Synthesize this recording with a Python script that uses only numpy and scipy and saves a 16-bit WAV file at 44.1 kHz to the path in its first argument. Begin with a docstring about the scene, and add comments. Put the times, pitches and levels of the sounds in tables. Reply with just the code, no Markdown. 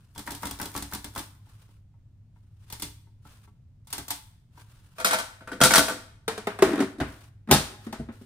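"""First comes a run of small steel clicks: a portable typewriter's carriage is pushed over its ratchet,
then levers snap to lock it. The sheet-metal lid is picked up with a rattling handle, scrapes down over
the machine and drops shut with a hollow boom. Each blow makes the metal ring, and the wooden table
thuds underneath. Fingers rub and tap; the small room echoes, and a faint hum lies under it all."""
import sys
import numpy as np
from scipy import signal
from scipy.fft import rfft, irfft
from scipy.io import wavfile
from scipy.ndimage import uniform_filter1d

SR = 44100
rng = np.random.default_rng(int(sys.argv[2]) if len(sys.argv) > 2 else 0)


def master(y):
    """Save y as 16-bit WAV."""
    cut = np.clip(np.atleast_2d(y).T, -1, 1)
    pcm = np.round(cut * 32767)  # scale
    wavfile.write(sys.argv[1], SR, pcm.astype(np.int16))


N = 363825
T = np.arange(N) / SR
RING_SAMPLES, ATTACK_SAMPLES = 10240, 882  # one whole blow; its opening part, which sets its level

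# Ratchet teeth passing under the pawl, the little catch that rides over them:
# (time [s], level [dB], snap delay [s], snap level [dB], settling delay [s], settling level [dB])
TEETH = [(0.159, -49, 0.019, -47.5, 0.031, -59.5), (0.274, -35.5, 0.032, -45.5, .074, -48.5),
         (0.431, -34, 0.023, -43, .079, -44), (0.598, -36, .016, -43, 0.058, -45.5),
         (0.75, -37, .012, -42, .073, -44), (0.923, -41, .011, -42, 0.12, -45.5),
         (1.16, -36, .017, -43, 0.027, -50.5)]
# Lock levers snapping over. Bass, treble and tick count up or down from the level, here and below:
# (time [s], level [dB], bass [dB], treble [dB], tick [dB])
LATCHES = [(2.724, -45.5, -7, 8, -8), (2.821, -42.5, -1, 11, -11), (3.871, -59, -8, 5.5, -25),
           (3.927, -40, -11.5, 9.5, -17.5), (3.98, -42, -3, 5.5, -18), (4.105, -36.5, -11.5, 8.5, -10.5)]
# The handle hitting the lifted lid: (time [s], level [dB], bass [dB], treble [dB])
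RATTLES = [(4.983, -38.5, -16.5, -8), (5.0, -34.5, -13, -5.5), (5.046, -20, -18, -1.5),
           (5.07, -29, -18, 1.5), (5.109, -25, -16.5, -5), (5.131, -23, -16, -4), (5.185, -33, -14, 0),
           (5.408, -51, -4, -15), (5.474, -40, -9, -13.5), (5.517, -35.5, -1.5, -11),
           (5.604, -28, -0.5, -7.5), (5.613, -17, -7, -1.5), (5.635, -20, -12, 5.5), (5.655, -22, -7, 1),
           (5.706, -22, -9, -2), (5.736, -17.5, -22, -1), (5.756, -17.5, -13, 2.5), (5.779, -19, -5, 1),
           (5.883, -29, -12.5, -5.5), (5.906, -40, 3, 1)]
# The lid knocking on the base, then fingers on it: (time [s], level [dB], bass [dB], treble [dB])
KNOCKS = [(6.279, -27.5, -0.5, -4), (6.377, -37.5, 2, -5), (6.47, -27, 0, -13.5), (6.588, -35, -1, -12),
          (6.622, -18.5, 8.5, -7.5), (6.803, -29.5, 8.5, -6.5), (6.984, -56.5, 20.5, -2),
          (7.001, -31.5, -4, -10), (7.01, -32.5, 8, -18), (7.866, -48, 14, -7.5), (7.926, -37, 0, -7),
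          (7.996, -51, 18, -9), (8.087, -49, 13, -25), (8.212, -66, 20.5, -3.5)]
# Fingertips landing on the frame: (time [s], level [dB], bass [dB], treble [dB])
TAPS = [(1.47, -66, -1, -20), (1.69, -71, 3, -5), (1.94, -73, -14, -23), (2.36, -68.5, -6, -25),
        (3.07, -69, 0, -45), (3.252, -55.5, -2.5, -30), (3.475, -62, -3, -23), (4.575, -53, -8.5, -17)]
# Skin stroking paint and wood: (time [s], length [s], level [dB])
RUBS = [(0.0, 0.11, -69), (1.47, 0.28, -62.5), (2.36, 0.22, -79), (2.63, .07, -65), (3.27, 0.17, -59),
        (4.58, 0.029, -56.5), (4.7, .22, -63), (4.98, 0.66, -57.5), (6.49, 0.14, -59), (7.08, .17, -55),
        (7.83, .04, -59), (8.14, .11, -61.5)]
# Heavier blows reaching the table: (time [s], level [dB])
THUMPS = [(2.727, -47.5), (2.835, -45), (3.983, -47), (5.614, -26), (5.775, -35.5), (6.628, -40.5),
          (7.004, -31.5), (7.513, -21.5), (7.533, -30), (7.993, -37.5)]
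# The air under the lid sounds lower as the gap closes: (time [s], pitch [Hz])
AIR_PITCH = [(6.28, 448), (6.62, 391), (6.72, 310), (6.81, 274), (7.0, 280.4), (7.5, 210.5), (8.25, 239)]
# Where the blows fall, as how much sooner the right microphone hears them: (time [s], lead [ms])
RIGHT_LEAD = [(1.2, 0.0077), (4.1, -0.13), (5.1, 0.24), (5.6, 0.014), (6.5, 0.083), (7.5, -0.056),
              (8.0, -0.086)]
# Modes, the tones a struck thing rings with, of frame, free lid and seated lid: (pitch [Hz], level [dB])
FRAME_MODES = [(205, -11), (288, -3.5), (322, -14.5), (410, -13.5), (585, -15), (730, -8), (862, -1.5),
               (945, -1), (1130, -6), (1330, -6), (1540, -9), (1750, -23), (2080, -9), (3420, -9),
               (5440, -10.5)]
FREE_LID_MODES = [(190, -8), (287, -7.5), (380, -9.5), (508, -4.5), (640, -5.5), (675, -6), (902, -5),
                  (1010, -20.5), (1170, -6.5), (1348, -5.5), (1385, 2), (1450, -5.5), (1505, 2.5),
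                  (1880, -11.5), (2215, -7.5), (2470, -7.5), (3240, -6), (3750, -10), (3900, -7.5),
                  (4830, -11), (5860, -8.5), (8040, -5.5)]
SEATED_LID_MODES = [(212, -3), (289, -9.5), (381, 1), (436, -19), (530, -14.5), (648, 0), (745, -1.5),
                    (830, -1), (905, -3), (1071, -5.5), (1290, -1.5), (1480, -9.5), (1900, -6.5),
                    (2430, -12), (3710, 0)]
# Modes of the table top; t60 is the time to fade by 60 dB: (pitch [Hz], level [dB], t60 [s])
TABLE_MODES = [(33.4, -9, 0.12), (60.4, -2.5, 0.44), (86, -1.5, 0.26), (137, 1, 0.21), (158, -2, 0.15),
               (218, -5, 0.013)]
# Crowded modes blurring into noise, in steel parts and sheet metal: (pitch [Hz], relative level [dB])
STEEL_NOISE = [(150, 9), (500, -6), (900, 4.5), (1600, 4.5), (2600, -6), (4000, -3), (7000, -4.5),
               (9000, 1.5), (13500, 0), (16000, -3.5)]
SHEET_NOISE = [(150, 10.5), (500, 1), (900, 1), (1500, 4), (2600, -3.5), (4000, 1), (7000, -2), (9000, 3),
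               (13500, -2.5), (16000, -11)]
# The hiss of rubbing skin: (pitch [Hz], relative level [dB])
SKIN_NOISE = [(100, 2), (450, -1), (700, -2), (900, 2), (1100, 2.5), (1450, 3), (2000, -4.5),
              (2700, -2), (7000, -8.5), (9500, -5), (15000, -11)]
# Room rumble and hiss: (pitch [Hz], relative level [dB])
ROOM_NOISE = [(12, -34.5), (20, -9.5), (65, -10), (104, -3.5), (177, -17.5), (485, -43), (527, -40.5),
              (1150, -49.5), (16000, -65.5)]

SHUT_S = 7.511  # the moment the lid drops shut


def carriage():
    """Small steel parts click inside the frame and make it ring."""
    return strike(ratchet() + latches(), FRAME_MODES, STEEL_NOISE, modes_db=-8.5, modes_t60=.16,
                  crack_s=.0065, crack_db=1.5, ring_t60=.24, ring_hz=5200, apart_hz=1210, detune=.02)


def ratchet():
    """At every tooth the pawl lifts, strikes, snaps home and bounces; then the carriage settles."""
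    dull, bright = (-6.5, -7), (.5, 7.9)  # (bass [dB], treble [dB])
    blows = []
    for s, db, snap_s, snap_db, settle_s, settle_db in TEETH:
        lift = (s - .0099, min(-54, db - 14.5), *bright)
        blows += [lift, (s, db, *dull), (s + settle_s, settle_db, *bright)]
        blows += bounce([(s + snap_s, snap_db, *bright)], gap_s=.013, step_db=-2.5, count=2)
    return blows


def latches():
    """A lever takes up its slack with a tick, snaps over and bounces."""
    ticks = [(s - .024, db + tick_db, bass, treble) for s, db, bass, treble, tick_db in LATCHES]
    return ticks + bounce([row[:-1] for row in LATCHES], gap_s=.0067, step_db=-6, count=2)


def pawl_scrape():
    """Steel drags on steel: a grainy scrape swells towards each tooth and fades after it."""
    grip = uneven_grip(grain_samples=160, spread_db=3.5)
    drags = [(s, settle_s, db - 13.5) for s, db, _, _, settle_s, _ in TEETH]
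    swell = strokes(drags, rise_db_per_s=496.5, sag_db_per_s=51, fall_db_per_s=119.5)
    return colour(stereo_noise(N, apart_hz=1200), STEEL_NOISE) * grip * swell


def ping():
    """A small steel part rings with one thin tone as the carriage first moves."""
    out, t = blank_track()
    pitch_hz = 3350
    tone = undb(-53) * np.sin(2 * np.pi * pitch_hz * t) * fade(t, t60=.16)
    place(out, s=.16, sound=[tone, tone])
    return out[:, :N]


def lifted_lid():
    """The free lid rings on as its handle clatters and bounces against it."""
    blows = bounce(RATTLES, gap_s=.011, step_db=-4, count=2)
    return strike(blows, FREE_LID_MODES, SHEET_NOISE, modes_db=-5, modes_t60=.15,
                  crack_s=.01, crack_db=4.5, ring_t60=.32, ring_hz=7000, apart_hz=1800, detune=.004)


def closing_lid():
    """The lid knocks and shuts; the base cuts its ringing short and the air under it booms."""
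    slam = bounce([(SHUT_S, -18, 1.5, 2.5)], gap_s=.014, step_db=-3.5, count=4)
    return strike(KNOCKS + slam, SEATED_LID_MODES, SHEET_NOISE, modes_db=-9.5, modes_t60=.1,
                  crack_s=.01, crack_db=-1, ring_t60=.3, ring_hz=3985, apart_hz=1790, detune=.004,
                  air_db=3.5, air_t60=.091)


def sliding_rim():
    """The lid's rim scrapes down over the base, then creaks over the catch just before it shuts."""
    slide = slips(6.64, 6.825, start_db=-40.5, db_per_s=27.5, bass_db=10.3, treble_db=-12, count=16)
    creak = slips(SHUT_S - .041, SHUT_S, start_db=-55.46, db_per_s=596.5,
                  bass_db=12, treble_db=-16, count=4)
    return strike(slide + creak, SEATED_LID_MODES, SHEET_NOISE, modes_db=-15, modes_t60=.12,
                  crack_s=.00376, crack_db=-2, ring_t60=.14, ring_hz=4050, apart_hz=1800, detune=.02,
                  air_db=-1, air_t60=.092)


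def slips(start_s, end_s, start_db, db_per_s, bass_db, treble_db, count):
    """Metal sticks and slips at uneven steps, louder as the push grows."""
    delays = (end_s - start_s) * (np.arange(count) + rng.random(count)) / count
    return [(start_s + s, start_db + db_per_s * s, bass_db, treble_db) for s in delays]


def bounce(blows, gap_s, step_db, count):
    """Each blow touches count times, ever weaker, at shrinking and slightly uneven gaps."""
    contacts = []
    for (s, db, *tone), uneven in zip(blows, rng.uniform(-1, 1, (len(blows), count))):
        for k in range(count):
            contacts.append((s, db + k * step_db, *tone))
            s += gap_s * .8 ** k * (1 + .15 * uneven[k])
    return contacts


def strike(blows, modes, noise_shape, modes_db, modes_t60, crack_s, crack_db, ring_t60, ring_hz,
           apart_hz, detune, air_db=None, air_t60=.09):
    """Struck metal gives a sharp crack, a duller noisy ring and clear tones."""
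    out, t = blank_track()
    hz, db = np.transpose(modes)
    mode_t60 = modes_t60 * (1000 / hz[:, None]) ** .2  # higher modes die sooner
    waves = np.exp(2j * np.pi * hz[:, None] * t) * fade(t, mode_t60)
    bands = [butter(3, (190, 520), "band"), butter(3, (520, 2600), "band"), butter(3, 2600, "high")]
    dull = butter(1, ring_hz)
    rise = 1 - fade(t, .004)
    usual_db = np.mean([blow[1] for blow in blows])
    for s, blow_db, bass_db, treble_db in blows:
        # each spot that is hit favours other modes; high ones reach the two sides out of step
        gains = undb(modes_db + db + 4 * rng.standard_normal(len(hz))) * rng.choice([-1, 1], len(hz))
        phases = rng.standard_normal((2, len(hz))) * np.minimum(hz / apart_hz, 2) / 2
        tones = (gains * np.exp(1j * phases) @ waves).imag
        if air_db is not None:
            tones = tones + undb(air_db) * np.sin(2 * np.pi * look_up(AIR_PITCH, s) * t) * fade(t, air_t60)
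        # grip and contact shift the pitch a little from blow to blow
        stretched = t * (1 + detune * rng.standard_normal())
        tones = np.array([np.interp(stretched, t, side, right=0) for side in tones])
        crack = colour(stereo_noise(RING_SAMPLES, apart_hz, max_width=.23), noise_shape)
        crack *= undb(crack_db + .19 * (blow_db - usual_db))  # harder blows crack more
        crack *= np.exp(-(t / crack_s) ** 2)
        ring = colour(stereo_noise(RING_SAMPLES, apart_hz), noise_shape)
        ring = signal.sosfilt(dull, ring) * fade(t, ring_t60)
        whole = (crack + ring) * rise + tones
        # bass, middle and treble each get their own level
        hit = 0
        for band, offset_db in zip(bands, (bass_db, 0, treble_db)):
            part = signal.sosfilt(band, whole)
            hit += undb(blow_db + offset_db) * part / part[:, :ATTACK_SAMPLES].std()
        place(out, s, hit)
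    return out[:, :N]


def table_top():
    """The wooden top thuds under heavy blows, and as the pawl snaps and the carriage settles."""
    out, t = blank_track()
    hz, db, t60 = np.transpose(TABLE_MODES)
    waves = np.sin(2 * np.pi * hz[:, None] * t) * fade(t, t60[:, None])
    jolts = []
    for s, _, snap_s, snap_db, settle_s, settle_db in TEETH:
        jolts += [(s + snap_s / 2, snap_db - 1), (s + settle_s, settle_db - 2.5)]
    for s, thump_db in THUMPS + jolts:
        tilt_db = .54 * (thump_db + 37.5) * np.log2(hz / 100)  # hard blows reach the higher modes
        gains = undb(db + 1.2 * rng.standard_normal(len(hz)) + tilt_db) * rng.choice([-1, 1], len(hz))
        thud = gains @ waves * (1 - fade(t, .023))
        thud *= undb(thump_db) / thud[:2 * ATTACK_SAMPLES].std()
        place(out, s, [thud, thud])
    return out[:, :N]


def fingertips():
    """Soft taps make the frame ring with hardly any crack."""
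    return strike(TAPS, FRAME_MODES, STEEL_NOISE, modes_db=3, modes_t60=.11,
                  crack_s=.005, crack_db=-10.5, ring_t60=.1, ring_hz=3000, apart_hz=1190, detune=.02)


def rubbing_hands():
    """Skin drags over the frame in tiny uneven catches."""
    grip = uneven_grip(grain_samples=500, spread_db=2.8)
    swell = strokes(RUBS, rise_db_per_s=346.5, sag_db_per_s=27, fall_db_per_s=245.5)
    return colour(stereo_noise(N, apart_hz=1200), SKIN_NOISE) * grip * swell


def uneven_grip(grain_samples, spread_db):
    """A sliding surface catches and lets go, so its level flickers."""
    grains = uniform_filter1d(rng.standard_normal(N), grain_samples)
    return undb(spread_db * grains / grains.std())


def strokes(rows, rise_db_per_s, sag_db_per_s, fall_db_per_s):
    """Loudness of strokes that swell, sag while they last and die away."""
    t, gain = T[::64], 0
    for s, length_s, db in rows:
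        before = rise_db_per_s * np.maximum(s - t, 0)
        during = sag_db_per_s * np.clip(t - s, 0, length_s)
        after = fall_db_per_s * np.maximum(t - s - length_s, 0)
        gain += undb(db - before - during - after)
    return np.interp(T, t, gain)


def room_echo(x, level_db, t60, treble_t60, onset_s):
    """The walls send back a wash of echoes whose treble dies a little sooner."""
    t = np.arange(SR) / SR
    noise = stereo_noise(SR, apart_hz=1100)
    low = signal.sosfilt(butter(1, 3000), noise)
    tail = low * fade(t, t60) + (noise - low) * fade(t, treble_t60)
    tail *= np.clip(t / onset_s - .5, 0, 1)
    tail /= np.sqrt(np.sum(tail ** 2) / 2)
    sent = x - .32 * signal.sosfilt(butter(1, 450), x)  # the bass echoes more weakly
    return undb(level_db) * signal.fftconvolve(sent, tail, axes=1)[:, :N]


def background(rumble_db, hum_db, hum_hz):
    """Low rumble and a slightly wavering hum that fades in and dips once, midway."""
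    waver = np.interp(T, np.linspace(0, T[-1], 30), rng.standard_normal(30))
    dip_db = -17 * np.exp(-((T - 4.4) / .78) ** 2)
    fade_in = np.minimum(T / .3, 1) ** 2
    hum = np.sqrt(2) * np.sin(2 * np.pi * hum_hz * T + .25 * waver)
    rumble = colour(stereo_noise(N, apart_hz=1500), ROOM_NOISE)
    return undb(rumble_db) * rumble + undb(hum_db + dip_db) * fade_in * hum


def stereo_noise(size, apart_hz, max_width=1):
    """Noise at two close microphones: alike in the bass, less alike above apart_hz."""
    mid, side = rng.standard_normal((2, size))
    hz = freqs(size)
    width = np.minimum(.13 + hz ** 2 / (hz ** 2 + apart_hz ** 2), max_width)
    side = irfft(rfft(side) * width, size)
    return np.array([mid + side, mid - side]) / np.sqrt(2)


def colour(x, points):
    """Shape a sound by (pitch [Hz], level [dB]) points, then scale it to a strength of 1."""
    hz, db = np.transpose(points)
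    size = x.shape[-1]
    gain = undb(np.interp(np.log(freqs(size)), np.log(hz), db))
    shaped = irfft(rfft(x) * gain, size)
    return shaped / shaped.std()


def lean_left(x, db):
    """Make the middle pitches louder on the left than on the right."""
    middle = signal.sosfilt(butter(1, (450, 3000), "band"), x)
    return x + middle * (undb(np.array([[db], [-db]]) / 2) - 1)


def place(out, s, sound):
    """Add a sound at time s; it reaches the nearer microphone first."""
    lead_s = (look_up(RIGHT_LEAD, s) + .03 * rng.standard_normal()) / 1000
    for channel, at in enumerate((s + lead_s / 2, s - lead_s / 2)):
        start = round(float(at) * SR)
        out[channel, start:start + RING_SAMPLES] += sound[channel]


def blank_track():
    """Stereo silence with room for a last ring, and the time steps of one blow."""
    return np.zeros((2, N + RING_SAMPLES)), np.arange(RING_SAMPLES) / SR


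def butter(order, hz, kind="low"):
    """A smooth filter that keeps the lows, the highs or a band."""
    return signal.butter(order, hz, kind, fs=SR, output="sos")


def fade(t, t60):
    """Die away by 60 dB every t60 seconds."""
    return np.exp(-np.log(1000) * t / t60)


def look_up(rows, s):
    """A two-column table's value at time s."""
    return np.interp(s, *np.transpose(rows))


def freqs(size):
    """The pitch of each slot in a spectrum, in Hz."""
    return np.maximum(np.arange(size // 2 + 1) * SR / size, 1)


def undb(db):
    """Turn decibels into a multiplier."""
    return 10 ** (np.asarray(db) / 20)


def scene():
    """Machine, hands, lid and table in the small room."""
    machine = lean_left(carriage() + ping() + pawl_scrape() + fingertips() + rubbing_hands(), db=2.5)
    lid = lean_left(lifted_lid() + closing_lid() + sliding_rim(), db=2.5)
    direct = machine + lid + table_top()
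    echo = room_echo(direct, level_db=-12.5, t60=.6, treble_t60=.43, onset_s=.0064)
    return direct + echo + background(rumble_db=-54.5, hum_db=-55, hum_hz=102.3)


def record(dry):
    """The microphone openings cut a notch in the treble; the very top is cut off."""
    for notch_hz in (11250, 11600):
        dry = signal.lfilter(*signal.iirnotch(notch_hz, 13, fs=SR), dry)
    top_cut = signal.ellip(6, .2, 70, 15100, fs=SR, output="sos")
    return signal.sosfilt(top_cut, np.clip(dry, -1, 1))


dry = scene()
out = record(dry)
master(out)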